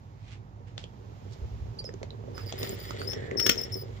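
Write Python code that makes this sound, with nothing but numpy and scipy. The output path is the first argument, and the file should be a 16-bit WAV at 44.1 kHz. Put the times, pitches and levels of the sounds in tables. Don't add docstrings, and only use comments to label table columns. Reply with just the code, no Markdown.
import sys
import numpy as np
from scipy import signal
from scipy.fft import rfft, irfft
from scipy.io import wavfile

SR = 44100
rng = np.random.default_rng(int(sys.argv[2]) if len(sys.argv) > 2 else 0)


def transcribe(u):
    v = np.clip(np.atleast_2d(u).T, -1, 1)
    q = np.round(v * 32767).astype(np.int16)
    wavfile.write(sys.argv[1], SR, q)


N = 176400
T = np.arange(N) / SR
HZ = np.maximum(np.arange(N // 2 + 1) * SR / N, 1)

# pitch_hz, gain_db
ROOM_COLOUR = [(25, -31), (50, -11), (130, -4), (180, -11.5), (260, -16), (420, -27), (850, -23),
               (1500, -33.5)]
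# pitch_hz, width_hz, level_db
ROOM_HUMS = [(60.3, 19, -51.5), (103.7, 21, -42.5)]
# time_s, level_db
HISS_LEVELS = [(0, -68.5), (.55, -71.5), (1.4, -61), (2.2, -65.5), (2.7, -52), (3.5, -66), (4, -60)]
# pitch_hz, gain_db
HISS_COLOUR = [(700, 4), (3000, 2), (7000, -3.5), (8500, -22), (15000, -12.5)]
# peak_s, rise_s, fall_s, level_db, pitch_hz
HAND_BRUSHES = [(.335, 0.068, 0.023, -52.5, 2230), (.68, 0.013, 0.037, -61, 1900),
                (0.794, 0.0094, 0.039, -52, 2880), (1.337, 0.018, 0.0084, -53.5, 4300),
                (2.389, 0.017, 0.023, -46.5, 1240)]
# start_s, level_db, pitch_hz
DULL_BUMPS = [(1.417, -30, 69), (1.518, -33.5, 67), (1.6, -31.5, 65.5), (1.843, -34, 523),
              (1.889, -33.5, 442), (1.94, -34, 380), (2.03, -32, 538)]
# start_s, level_db, pan_db, ring_hz, ring_db (before a boost)
# In every table, pan_db above 0 is to the left.
WOOD_CLICKS = [(0.779, -32, -0.5, 3570, -5.5), (0.84, -39.5, -5, 3270, -2.5), (1.842, -37.5, -2, 5600, -14),
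               (1.891, -43.5, -10, 1810, -3), (1.939, -41, 0, 6310, -16), (2.0297, -33, -4, 2150, -12.5),
               (2.1053, -62, -13, 3950, 18), (2.3786, -34, -15, 1330, -7), (2.524, -27.5, 1, 3350, -15),
               (2.630, -23.5, -2.5, 3730, -13), (2.6928, -38, -4, 7120, 1.5),
               (2.9071, -29.5, -12, 1310, -8), (3.016, -33.5, -11.5, 1420, -2),
               (3.134, -28.5, 2, 3400, -16.5), (3.312, -40, -5, 1960, 4.5)]
# pitch_hz, gain_db
CLICK_COLOUR = [(200, 15), (480, 16.5), (900, 3.5), (3000, 1), (7000, 1.5), (9000, -22), (15000, -41)]
# time_s, level_db, pan_db
RUMBLE_LEVELS = [(0, -67.5, -9), (1.3, -54.5, -6), (2.45, -46.5, -5.5), (2.65, -38, 1), (2.85, -45, -0.5),
                 (3.42, -37, 2.5), (3.65, -40.5, 4.5), (4, -53, -9)]
# pitch_hz, width_hz, gain_db
TRACK_RESONANCES = [(251.6, 30, -4.5), (382.7, 55, 2), (446, 59, -0.5), (539, 30, -4.5)]
# time_s, level_db
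RATTLE_LEVELS = [(0, -93), (1.75, -91), (2.3, -75), (2.48, -56), (2.65, -46), (2.8, -52.5), (3.05, -48),
                 (3.45, -64), (3.62, -45), (3.8, -60), (4, -65.5)]
# pitch_hz, width_hz, gain_db
BODY_RESONANCES = [(1384, 270, -3.5), (1854, 154, 4.5), (2137, 280, 1.5), (2850, 220, -2),
                   (3360, 800, -2.5), (5330, 1400, -14.5), (7080, 290, -6)]
# start_s, length_s, level_db, pan_db, thud_db
JOINT_KNOCKS = [(3.396, 0.0081, -22.5, 2, -27), (3.4614, 0.011, -16.5, 4, -20),
                (3.4916, 0.0096, -11.5, 2.5, -21)]
# pitch_hz, gain_db
KNOCK_COLOUR = [(200, 0), (400, 0.5), (750, -22.5), (1400, -5.5), (3500, -4.5), (4500, -11), (5400, -1),
                (7200, -11), (8600, -22.5), (13000, -19.5), (15200, -6.5)]
# start_s, length_s, start_hz, end_hz, level_db, pan_db,
# roughness (0 is clean, 1 or more is all scratch), sizzle_db (added to level_db)
AXLE_SQUEAKS = [(1.785, 0.021, 4610, 4650, -36, -4, 0.24, -32),
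                (1.847, 0.031, 5310, 5000, -40, -7, 0.15, -25), (2.344, 0.1, 5160, 4940, -52, -2, 0.62, -9),
                (2.456, 0.063, 4960, 4790, -47.5, -3.5, 0.54, -8),
                (2.578, 0.063, 5040, 4910, -48.5, 1.5, 1.06, 7.5),
                (2.635, 0.12, 4850, 5080, -51, 3, 1.06, 4), (2.785, 0.14, 4860, 5010, -52.5, 1, 0.85, 0),
                (2.987, 0.081, 4595, 4850, -48, 5, 0.78, -12),
                (3.072, 0.018, 5135, 5190, -31.5, 15, 0.25, -10),
                (3.096, .045, 5205, 5516, -37, 11.5, 0.44, -15),
                (3.37, 0.034, 5317, 5385, -27.5, 18, 0.08, -19),
                (3.401, 0.124, 5383, 5400, -29.5, 23, 0.14, -12),
                (3.575, 0.026, 5380, 5344, -31, 11, .12, -16), (3.61, 0.01, 5350, 5206, -27, 15, 0.37, -7),
                (3.631, 0.016, 5380, 5310, -33, 18, 0.36, -12),
                (3.718, 0.035, 5360, 5290, -34.5, 10, 0.46, -15),
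                (3.757, 0.076, 5070, 5120, -49, 3, 0.66, 0)]

SLIPS_PER_S, SLIP_SPREAD_DB = 1100, 1.5
BASS_PAN_DB, LEFT_LEAD_S, TRACK_LEAD_S = -4.5, 0.00036, 0.0006


def from_db(db):
    return 10 ** (np.asarray(db) / 20)


def rms_one(x):
    return x / np.sqrt(np.mean(x ** 2) + 1e-20)


def in_time(rows):
    times, *columns = np.transpose(rows)
    return [np.interp(T, times, column) for column in columns]


def coloured(x, points):
    hz, db = np.transpose(points)
    edges = 1 / np.sqrt((1 + (hz[0] / HZ) ** 6) * (1 + (HZ / hz[-1] / 1.2) ** 8))
    gain = from_db(np.interp(np.log(HZ), np.log(hz), db))
    return rms_one(irfft(rfft(x) * edges * gain, N))


def low_pass(x, hz, order):
    return signal.sosfilt(signal.butter(order, hz, fs=SR, output="sos"), x + 1e-18)


def resonate(x, hz, width_hz):
    r = np.exp(-np.pi * width_hz / SR)
    feedback = [1, -2 * r * np.cos(2 * np.pi * hz / SR), r * r]
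    return signal.lfilter(np.array([1, 0, -1]) * (1 - r * r) / 2, feedback, x + 1e-18)


def drift(rate_hz):
    return rms_one(irfft(rfft(rng.standard_normal(N)) / (1 + (HZ / rate_hz) ** 2), N))


def stereo_noise(apart):
    mid, side = rng.standard_normal((2, N))
    return rms_one(mid + apart * side * np.array([[1], [-1]]))


def place(x, pan_db, lead_s=LEFT_LEAD_S):
    left, right = np.broadcast_to(x, (2, N))
    gain = from_db(pan_db)
    return np.array([left * gain, np.interp(T - lead_s, T, right)]) * np.sqrt(2 / (1 + gain * gain))


def gate(start_s, length_s, rise_s, fall_s):
    return np.clip((T - start_s) / rise_s, 0, 1) * np.exp(-np.maximum(T - start_s - length_s, 0) / fall_s)


def grains(per_s, spread_db, apart):
    taps = rng.random(N) < per_s / SR
    return taps * from_db(spread_db * np.minimum(rng.exponential(1, N), 4)) * stereo_noise(apart)


def background():
    low = from_db(-46) * coloured(stereo_noise(apart=0.35), ROOM_COLOUR)
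    for hz, width_hz, db in ROOM_HUMS:
        spectrum = rfft(stereo_noise(apart=0.036)) / (1 + ((HZ - hz) / width_hz * 2) ** 2)
        low = low + from_db(db) * rms_one(irfft(spectrum, N))
    growth = from_db(np.interp(T, [0, 1.82], [-5, 0]))
    hiss = from_db(in_time(HISS_LEVELS)[0]) * coloured(stereo_noise(apart=1), HISS_COLOUR)
    return place(low * growth, BASS_PAN_DB) + place(hiss, pan_db=-6)


def room_echo(x, fade_s=0.14, level_db=-13.5):
    t = T[:SR // 2]
    tail = rng.standard_normal((2, len(t))) * from_db(-60 * t / fade_s) * (t > 0.004)
    tail = low_pass(tail, hz=7000, order=2)
    tail = tail / np.sqrt(np.sum(tail ** 2, axis=1, keepdims=True))
    both_sides = (x + x[::-1]) / np.sqrt(2)
    return from_db(level_db) * signal.fftconvolve(both_sides, tail, axes=1)[:, :N]


def hand_brushes():
    friction = low_pass(grains(per_s=6800, spread_db=3, apart=1), hz=7500, order=6)
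    out = 0
    for peak_s, rise_s, fall_s, db, hz in HAND_BRUSHES:
        swell = np.exp(-np.maximum((peak_s - T) / rise_s, (T - peak_s) / fall_s))
        out += from_db(db) * swell * rms_one(resonate(friction, hz, width_hz=0.75 * hz))
    return place(out, pan_db=-5)


def dull_bumps(rise_cycles=1.06):
    out = 0
    for start_s, db, hz in DULL_BUMPS:
        cycles = np.maximum(T - start_s, 0) * hz
        swell = cycles / rise_cycles * np.exp(1 - cycles / rise_cycles)
        out += from_db(db) * swell * np.sin(2 * np.pi * cycles)
    return place(out, BASS_PAN_DB)


def wood_clicks(rise_s=0.00043, fall_s=0.0026, ring_width_hz=240, ring_boost_db=14.5):
    crack = coloured(stereo_noise(apart=1), CLICK_COLOUR)
    out = 0
    for start_s, db, pan_db, hz, ring_db in WOOD_CLICKS:
        age = np.maximum(T - start_s, 0)
        ring_level = from_db(ring_db + ring_boost_db) * np.exp(-np.pi * ring_width_hz * age)
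        ring = ring_level * np.sin(2 * np.pi * hz * age)
        burst = crack * np.exp(-age / fall_s)
        out += place(from_db(db) * np.clip(age / rise_s, 0, 1) * (burst + ring), pan_db)
    return out


def bend_scrape(hz=1800, width_hz=390, level_db=-50.5):
    rub = resonate(stereo_noise(apart=0.88), hz, width_hz)
    rub = rms_one(resonate(rub, hz, width_hz))
    swell = gate(start_s=3.08, length_s=0.38, rise_s=0.029, fall_s=0.13)
    return place(from_db(level_db) * swell * rub, pan_db=-9)


def wheel_rumble():
    level_db, pan_db = in_time(RUMBLE_LEVELS)
    jolts = low_pass(grains(per_s=220, spread_db=1.5, apart=0.34), hz=696, order=2)
    rumble = sum(from_db(db) * resonate(jolts, hz, width) for hz, width, db in TRACK_RESONANCES)
    return place(rms_one(rumble) * from_db(level_db), pan_db, TRACK_LEAD_S)


def wheel_rattle(flicker_db=2.8):
    taps = grains(per_s=1500, spread_db=2.2, apart=0.57) * from_db(flicker_db * drift(rate_hz=26))
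    rattle = sum((-1) ** k * from_db(db) * resonate(taps, hz, width)
                 for k, (hz, width, db) in enumerate(BODY_RESONANCES))
    rattle = low_pass(rms_one(rattle), hz=8000, order=6)
    return place(rattle * from_db(in_time(RATTLE_LEVELS)[0]), pan_db=0.63)


def joint_knocks(thud_hz=375, thud_fade_s=0.038, shake_db=-23.5):
    chatter = coloured(stereo_noise(apart=0.89), KNOCK_COLOUR)
    loose_parts = coloured(grains(SLIPS_PER_S, SLIP_SPREAD_DB, apart=1), KNOCK_COLOUR)
    out = 0
    for start_s, length_s, db, pan_db, thud_db in JOINT_KNOCKS:
        age = np.maximum(T - start_s, 0)
        hit = chatter * np.sin(np.pi * np.clip(age / length_s, 0, 1))
        shake = loose_parts * from_db(shake_db) * gate(start_s, length_s, rise_s=0.002, fall_s=0.047)
        thud_level = 2 * np.clip(age / length_s, 0, 1) * from_db(thud_db - 60 * age / thud_fade_s)
        thud = thud_level * np.sin(2 * np.pi * thud_hz * age)
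        out += place(from_db(db) * (hit + shake), pan_db) + place(thud, pan_db, TRACK_LEAD_S)
    return out


def rasp(phase, damping_hz):
    r = np.exp(-2 * np.pi * damping_hz / SR)
    slips = grains(SLIPS_PER_S, SLIP_SPREAD_DB, apart=0.5) * np.exp(2j * np.pi * rng.random(N))
    swells = signal.lfilter([1], [1, -2 * r, r * r], slips + 1e-18)
    return rms_one(np.real(swells * np.exp(1j * phase)))


def axle_squeaks(rise_s=0.0049, fall_s=0.0074, wobble_hz=35.9, rough_wobble_hz=70, flutter_db=0.65):
    points = []
    for start_s, length_s, start_hz, end_hz, _, _, rough, _ in AXLE_SQUEAKS:
        points += [(start_s, start_hz, rough), (start_s + length_s, end_hz, rough)]
    hz, roughness = in_time(sorted(points))
    hz = hz + (wobble_hz + rough_wobble_hz * roughness) * drift(rate_hz=30)
    phase = 2 * np.pi * np.cumsum(hz) / SR
    usual_hz = np.mean(np.array(AXLE_SQUEAKS)[:, 2])
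    sizzle_hz = 15120 + 0.8 * (hz - usual_hz)
    clean = np.sqrt(2) * np.sin(phase)
    scratch = rasp(phase, damping_hz=190)
    octave = rasp(2 * phase, damping_hz=380)
    sizzle = rasp(2 * np.pi * np.cumsum(sizzle_hz) / SR, damping_hz=285)
    flutter = from_db(flutter_db * drift(rate_hz=150))
    out = 0
    for start_s, length_s, _, _, db, pan_db, rough, sizzle_db in AXLE_SQUEAKS:
        rough = np.clip(rough, 0, 1)
        level = from_db(db) * flutter * gate(start_s, length_s - fall_s, rise_s, fall_s)
        octave_db = -29.5 + 22 * rough
        tone = np.sqrt(1 - rough) * clean + np.sqrt(rough) * scratch + from_db(octave_db) * octave
        out += place(level * tone, pan_db) + place(level * from_db(sizzle_db) * sizzle, pan_db=0.67)
    return out


def scene():
    toy = axle_squeaks() + wheel_rumble() + wheel_rattle() + bend_scrape()
    toy += wood_clicks() + joint_knocks() + dull_bumps() + hand_brushes()
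    return toy + room_echo(toy) + background()


def record(dry, cutoff_hz=15450):
    return signal.sosfilt(signal.ellip(10, 0.2, 80, cutoff_hz, fs=SR, output="sos"), np.clip(dry, -1, 1))


dry = scene()
out = record(dry)
transcribe(out)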